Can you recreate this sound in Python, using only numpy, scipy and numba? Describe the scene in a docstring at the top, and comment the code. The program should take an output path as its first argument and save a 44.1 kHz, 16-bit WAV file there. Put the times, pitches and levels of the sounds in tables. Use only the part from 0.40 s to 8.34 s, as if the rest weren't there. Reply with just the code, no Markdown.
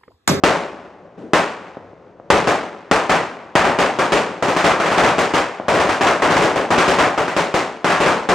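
"""Under a murmur of night air, a string of firecrackers goes off in a yard, some metres from a phone on a porch.
Single bangs come first: each is a shock pulse that slaps off the house wall and washes through trees and fences.
Among the bangs, mostly the early ones, weak crackers pop as round, dulled pulses; near the start one flares
in a whoosh of shaped noise. Then the bangs crowd together, some in short runs along the fuse, up to the end.
Throughout, the blasts overload the microphone and a limiter holds them down."""
import sys
import numpy as np
from scipy import signal
from scipy.fft import rfft, irfft
from scipy.io import wavfile
from scipy.ndimage import minimum_filter1d
from numba import njit

SR = 44100
rng = np.random.default_rng(int(sys.argv[2]) if len(sys.argv) > 2 else 0)


def wav_record(signal):
    """Record a signal, one row per channel, as 16-bit PCM in the file named by sys.argv[1]."""
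    frames = np.transpose(np.atleast_2d(signal))
    bounded = np.clip(frames, -1, 1)
    # unit amplitude maps onto the largest positive 16-bit level
    quanta = np.round(bounded * 32767).astype(np.int16)
    wavfile.write(sys.argv[1], SR, quanta)


N = 350154
FREQS = np.arange(N // 2 + 1) * SR / N  # Hz
SIDES = np.array([[1], [-1]])  # left, right


def undb(db):
    """Decibels to gain."""
    return 10 ** (np.asarray(db) / 20)


def curve(points, hz=FREQS):
    """Gain of (f/Hz, level/dB) points joined on a log-frequency axis."""
    f, db = np.transpose(points)
    return undb(np.interp(np.log(np.maximum(hz, 1)), np.log(f), db))


def colour(x, gain):
    """Causal filter with the given gain, built from its cepstrum."""
    cepstrum = irfft(np.log(gain), N)
    # fold the cepstrum forward in time: the filter then has minimum phase
    cepstrum[1:N // 2] *= 2
    cepstrum[N // 2 + 1:] = 0
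    response = irfft(np.exp(rfft(cepstrum)), N)[:8192]
    return signal.oaconvolve(x, response[None], axes=1)[:, :N]


def butter(x, hz, kind, order=2):
    """Plain low-pass or high-pass."""
    return signal.sosfilt(signal.butter(order, hz, kind, fs=SR, output="sos"), x)


def add(out, x, s):
    """Mix x into out from time s on."""
    i = int(s * SR)
    out[:, i:i + x.shape[1]] += x[:, :N - i]


# how unlike the two ports hear diffuse sound: (f/Hz, level of side against mid/dB)
DIFFUSE_WIDTH = [(40, -10), (150, -21), (450, -21.5), (1200, -11.5), (4000, -9), (12000, -6)]


def diffuse(sizes=1):
    """Spectrum of sound arriving from all sides: shared mid noise plus a weaker opposed side noise."""
    mid, side = rfft(rng.standard_normal((2, N)) * sizes)
    return mid + SIDES * side * curve(DIFFUSE_WIDTH)


# spectral shape of the night air: (f/Hz, relative level/dB per Hz)
NIGHT_AIR = [(25, 10.5), (60, 10.5), (120, 7), (220, -0.5), (500, 4), (1200, -15.5), (3000, -32.5),
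             (6000, -39.5), (12000, -58)]


def night(level_db=-42, swell_spread_db=1.8):
    """A low outdoor murmur: shaped diffuse noise whose level swells a little at random."""
    air = irfft(diffuse() * curve(NIGHT_AIR), N)
    swell_points = rng.normal(0, swell_spread_db, 160)
    swell_db = np.interp(np.arange(N), np.linspace(0, N, 160), swell_points)
    return air / air.std() * undb(level_db + swell_db)


# bangs along the string: (t/s, relative level/dB, level of direct wave against scatter/dB,
# bark f/Hz, crackers in a row)
STRING_BANGS = [(0.037, 2, -6, 565, 1), (0.9343, -1, -2, 840, 1), (1.9024, 2.5, -6.5, 540, 1),
                (2.0722, -2.5, -5, 637, 1), (2.5129, -1, -2, 690, 1), (2.695, -0.5, -5.5, 930, 1),
                (3.1537, -0.5, -6, 1100, 1), (3.243, -3.5, -19, 850, 1), (3.3876, -1, -1.5, 734, 1),
                (3.588, -3.5, -6.5, 710, 1), (3.721, 0.5, -2, 480, 1), (4.025, -7.5, -6, 620, 2),
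                (4.165, -6, 3, 1120, 1), (4.242, 2.5, -5, 740, 1), (4.401, -7.5, -5, 980, 3),
                (4.577, -0.5, -8, 930, 2), (4.783, -3, 2, 640, 1), (4.938, -2.5, 1.5, 870, 1),
                (5.283, -3.5, -10.5, 520, 3), (5.492, -6.5, 1, 910, 1), (5.6096, -3, -3, 780, 2),
                (5.8207, -1, -13, 850, 1), (5.903, -2.5, -5, 593, 3), (6.159, -6.5, -13, 580, 1),
                (6.305, -1.5, -11, 790, 1), (6.38, -1, 5.5, 945, 1), (6.479, -2, 5, 550, 1),
                (6.586, 0.5, -9, 980, 1), (6.777, -5.5, -12, 800, 1), (6.881, -15, 0, 1270, 1),
                (6.9653, -4, 1.5, 494, 1), (7.1414, -4, 2, 570, 1), (7.4446, -4, -5.5, 1280, 2),
                (7.6032, -2, -6, 700, 2), (7.8891, 1, -13, 695, 1)]


def firings(fuse_s=0.058, fuse_spread=0.03, follower_db=0.12):
    """Each cracker in a run lights the next after a short piece of fuse: (t/s, dB, direct dB, bark Hz)."""
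    shots = []
    slacks = rng.standard_normal(len(STRING_BANGS))
    for (s, db, clear_db, body_hz, run), slack in zip(STRING_BANGS, slacks):
        step_s = fuse_s * (1 + fuse_spread * slack)
        for k in range(round(run)):
            # each follower is slightly louder than the one before it
            shots.append((s + k * step_s, db + k * follower_db, clear_db, body_hz))
    return shots


def blast(ms):
    """A shock front, a falling overpressure and a longer suction, with the front drawn downwards."""
    u = np.arange(SR // 100) / SR * 1000 / ms
    return -(1 - u) * np.exp(-u)


# slaps from house wall and porch: (nominal delay t/s, relative level/dB)
WALL_SLAPS = [(.0031, -6), (.005, -9), (.0107, -13), (.046, -20)]


def rays(echo_db, ground_s=0.00018, ground_db=-4, wander=0.056, trunk_db=-13, trunk_s=0.025, count=14):
    """Direct wave and its bounce off the ground, then slaps from the house and from posts and trunks."""
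    response = np.zeros((2, SR))
    ray = np.array([[0, 0.065, 0.96], [1, 0.03, 0.1]])  # the right port is reached first
    add(response, ray, 0)
    add(response, undb(ground_db) * ray, ground_s)
    for delay, db in WALL_SLAPS:
        wandered_s = delay * np.exp(wander * rng.standard_normal())
        # from the wall, the left port is reached first
        add(response, undb(db + echo_db) * ray[::-1], wandered_s)
    for where, size, side in rng.random((count, 3)):
        delay = 0.0088 + 0.18 * where ** 2
        # the longer the detour, the weaker the echo
        gain = undb(trunk_db + echo_db) * size / (1 + delay / trunk_s)
        add(response, gain * ray[::1 if side < .5 else -1], delay)
    return response


# scatter from trees and fences: (f/Hz, relative level/dB, t60/s)
YARD_SCATTER = [(50, 6.5, 0.84), (122, 0.5, 0.6), (231, -3, 0.84), (440, 0.5, 0.68), (1070, 0.5, 0.65),
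                (2030, 0.5, 0.63), (3740, -1, 0.59), (8250, -2.5, 0.5), (15000, 2.5, 0.31)]


def yard(grain_db=2.0, build_s=0.00034, hold_s=0.03, far_db=-25, far_t60_s=1.76, far_dull_hz=1800,
         scatter_db=-14, fence_s=0.085, fence_width_s=0.027, early_db=4):
    """Frequency bands of countless small echoes, and how each band dies away after a blast."""
    t = np.arange(SR) / SR
    # the noise changes size every 40 samples, which makes it grainy
    sizes = np.repeat(undb(grain_db * rng.standard_normal(N // 40 + 1)), 40)[:N]
    echoes = diffuse(sizes / np.sqrt(np.mean(sizes ** 2)))
    centres = np.log([row[0] for row in YARD_SCATTER])
    # the echoes thicken within a millisecond and drop once the farthest fence has answered
    early = undb(early_db * (1 - np.tanh((t - fence_s) / fence_width_s)) / 2)
    build = 1 - np.exp(-(t / build_s) ** 2)
    shape = build * early * np.minimum(10 * (1 - t), 1)
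    bands, fades = [], []
    for own, (hz, db, t60) in zip(np.eye(len(YARD_SCATTER)), YARD_SCATTER):
        bands.append(irfft(echoes * np.interp(np.log(FREQS + 1), centres, own), N))
        # near walls keep the level up at first; far houses return a long dull roll
        near = np.exp(-np.log(1000) * (np.hypot(t, hold_s) - hold_s) / t60)
        far_gain = undb(far_db) / np.hypot(1, hz / far_dull_hz)
        far = far_gain * np.exp(-np.log(1000) * t / far_t60_s)
        fades.append(undb(db + scatter_db) * np.hypot(near, far) * shape)
    return np.float32(bands), np.float32(fades)


def scatter(bands, fades, tilt_db=0):
    """The string jumps about, so each cracker has its own wash of small echoes; tilt is in dB per octave."""
    start = rng.integers(N - SR)
    octaves = np.clip(np.log2([row[0] / 1000 for row in YARD_SCATTER]), -1, 2)
    tilt = np.float32(undb(tilt_db * octaves))[:, None]
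    return np.einsum("bct,bt->ct", bands[:, :, start:start + SR], fades * tilt)


def crackers(space, direct_db=19, wash_db=-4, echo_db=-4, direct_ms=0.77, wash_ms=0.66, front_hz=3000,
             body_db=-2, body_q=0.71, base_tilt_db=0.5, tilt_per_direct_db=0.1):
    """Every cracker sends a heavy blast straight to the porch and a thinner one through the foliage."""
    out = np.zeros((2, N))
    for s, db, clear_db, body_hz in firings():
        # a bigger charge makes a longer blast
        stretch = undb(db) ** (1 / 3)
        wave = butter(blast(direct_ms * stretch), front_hz, "low", order=1)
        direct = signal.oaconvolve(rays(echo_db), wave[None], axes=1)
        add(out, undb(db + clear_db + direct_db) * direct, s)
        # each paper tube tears differently and barks at its own broad pitch
        thin = blast(wash_ms)
        body = signal.lfilter(*signal.iirpeak(body_hz, body_q, fs=SR), thin)
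        bark = thin + undb(body_db) * body
        # a cracker in the open sounds brighter than a screened one
        tilt_db = base_tilt_db + tilt_per_direct_db * clear_db
        wash = signal.oaconvolve(scatter(*space, tilt_db), bark[None], axes=1)
        add(out, undb(db + wash_db) * wash, s)
    return out


# weak crackers that burst dully: (t/s, relative level/dB, relative scatter level/dB, low-pass f/Hz)
WEAK_POPS = [(0.633, -37, 5, 303), (1.3697, -16.5, -16, 450), (1.532, -31.5, -15, 538),
             (1.799, -29, -20, 750), (5.199, -7, -14, 750)]


def pops(space, ms=0.55, direct_db=10, echo_db=-6, grass_s=.028, ring_hz=500, ring_s=0.0092, ring_db=-17):
    """Weak crackers split slowly on the ground: a round, hollow pulse whose longer paths the grass swallows."""
    out, t = np.zeros((2, N)), np.arange(SR) / SR
    grass = np.exp(-t / grass_s)
    # the burst paper tube rings for a few cycles
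    ring = np.sin(2 * np.pi * ring_hz * t) * np.exp(-t / ring_s)
    wave = undb(ring_db) * ring[None, :2048]
    add(wave, blast(ms)[None], 0)
    for s, db, scatter_db, hz in WEAK_POPS:
        paths = undb(direct_db) * rays(echo_db) * grass
        response = paths + undb(scatter_db) * scatter(*space)
        add(out, undb(db) * signal.oaconvolve(response, butter(wave, hz, "low"), axes=1), s)
    return out


# powder that flares without bursting: (t/s, fall time t/s, level/dB)
POWDER_FLARES = [(0.776, 0.14, -31.5)]
# spectral shape of its rush of gas: (f/Hz, relative level/dB per Hz)
FLARE_GAS = [(90, -5), (230, 5.5), (500, -1), (1000, -21), (2500, -33.5), (7000, -46), (12000, -52)]


def flares(rise_s=0.0023):
    """A split cracker burns off in a soft whoosh with a faint hiss: shaped noise that rises fast and fades."""
    out, gas = np.zeros((2, N)), irfft(diffuse() * curve(FLARE_GAS), N)
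    t = np.arange(SR // 2) / SR
    for s, length, db in POWDER_FLARES:
        envelope = (1 - np.exp(-t / rise_s)) * np.exp(-(t / length) ** 2)
        add(out, undb(db) * gas[:, :len(t)] / gas.std() * envelope, s)
    return out


# air resonances and dips of the porch: (f/Hz, width f/Hz, level/dB)
PORCH_AIR = [(177, 22, 3), (215, 25, -1.5), (325, 22, 2.5), (349, 16, -4), (374, 24, 3), (420, 50, 1.5),
             (574, 25, 2.5), (750, 220, 1.5)]


def scene():
    """Bangs, pops, a flare and night air, heard through the resonances of the porch."""
    space = yard()
    porch_db = sum(db / (1 + (2 * (FREQS - hz) / width) ** 2) for hz, width, db in PORCH_AIR)
    return colour(crackers(space) + pops(space) + flares() + night(), undb(porch_db))


# left against right: (f/Hz, level/dB)
LEFT_LEAN = [(40, 3.5), (400, 2.5), (1000, 1.7), (2000, 0.5), (3500, -1.2), (12000, -1)]
# phase by which the left port leads: (f/Hz, phase/radians)
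LEFT_LEAD = [(0, 0.18), (450, 0.21), (1200, 0.16), (3500, 0), (8000, .27), (13000, .08)]


def ports(x):
    """The two microphone ports differ in level and in phase, half of each difference on either side."""
    hz, radians = np.transpose(LEFT_LEAD)
    lead = np.interp(FREQS, hz, radians)
    return irfft(rfft(x) * curve(LEFT_LEAN) ** (SIDES / 2) * np.exp(1j * lead * SIDES / 2), N)


@njit
def follow(x, attack, release):
    """Level follower that rises fast and falls slowly."""
    out, e = np.empty(len(x)), 0.
    for i in range(len(x)):
        e += (x[i] - e) * (attack if x[i] > e else release)
        out[i] = e
    return out


def limiter(x, limit=0.56, deepest=0.61, hold_s=0.19, attack_s=0.0045, release_s=0.14):
    """Turns down within milliseconds, stays down for a while after each peak, then recovers."""
    peak = np.abs(x).max(axis=0)
    cut = np.minimum(1 - limit / np.maximum(peak, limit), deepest)
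    half = int(hold_s * SR / 2)
    # the deepest cut of the last hold_s
    held = -minimum_filter1d(-cut, 2 * half + 1, origin=half, mode="constant")
    return x * (1 - follow(held, 1 / (attack_s * SR), 1 / (release_s * SR)))


# microphone colour, with a notch in the top octave: (f/Hz, level/dB)
MIC_COLOUR = [(20, -9), (60, 3), (400, -1.5), (1200, 4.5), (2500, 4.5), (4000, 1.5), (6500, 2.5),
              (8500, -0.5), (10500, -10), (11500, -23), (12050, -49), (12900, -20), (14000, -14),
              (16000, -18)]


def record(dry, bass_hz=190, ceiling=0.79, bias=0.026, knee=3.44, top_hz=16000):
    """The phone thins the bass, overloads on the blasts, and turns itself down while they last."""
    drive = butter(dry, bass_hz, "high") / ceiling + bias
    # lopsided overload turns each blast into a low thump as well
    crushed = ceiling * (drive / (1 + np.abs(drive) ** knee) ** (1 / knee) - bias)
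    coloured = colour(butter(crushed, 6.7, "high"), curve(MIC_COLOUR))
    heard = limiter(ports(coloured))
    steep_low_pass = signal.ellip(8, .2, 70, top_hz, fs=SR, output="sos")
    return signal.sosfilt(steep_low_pass, np.clip(heard, -1, 1))


dry = scene()
out = record(dry)
wav_record(out)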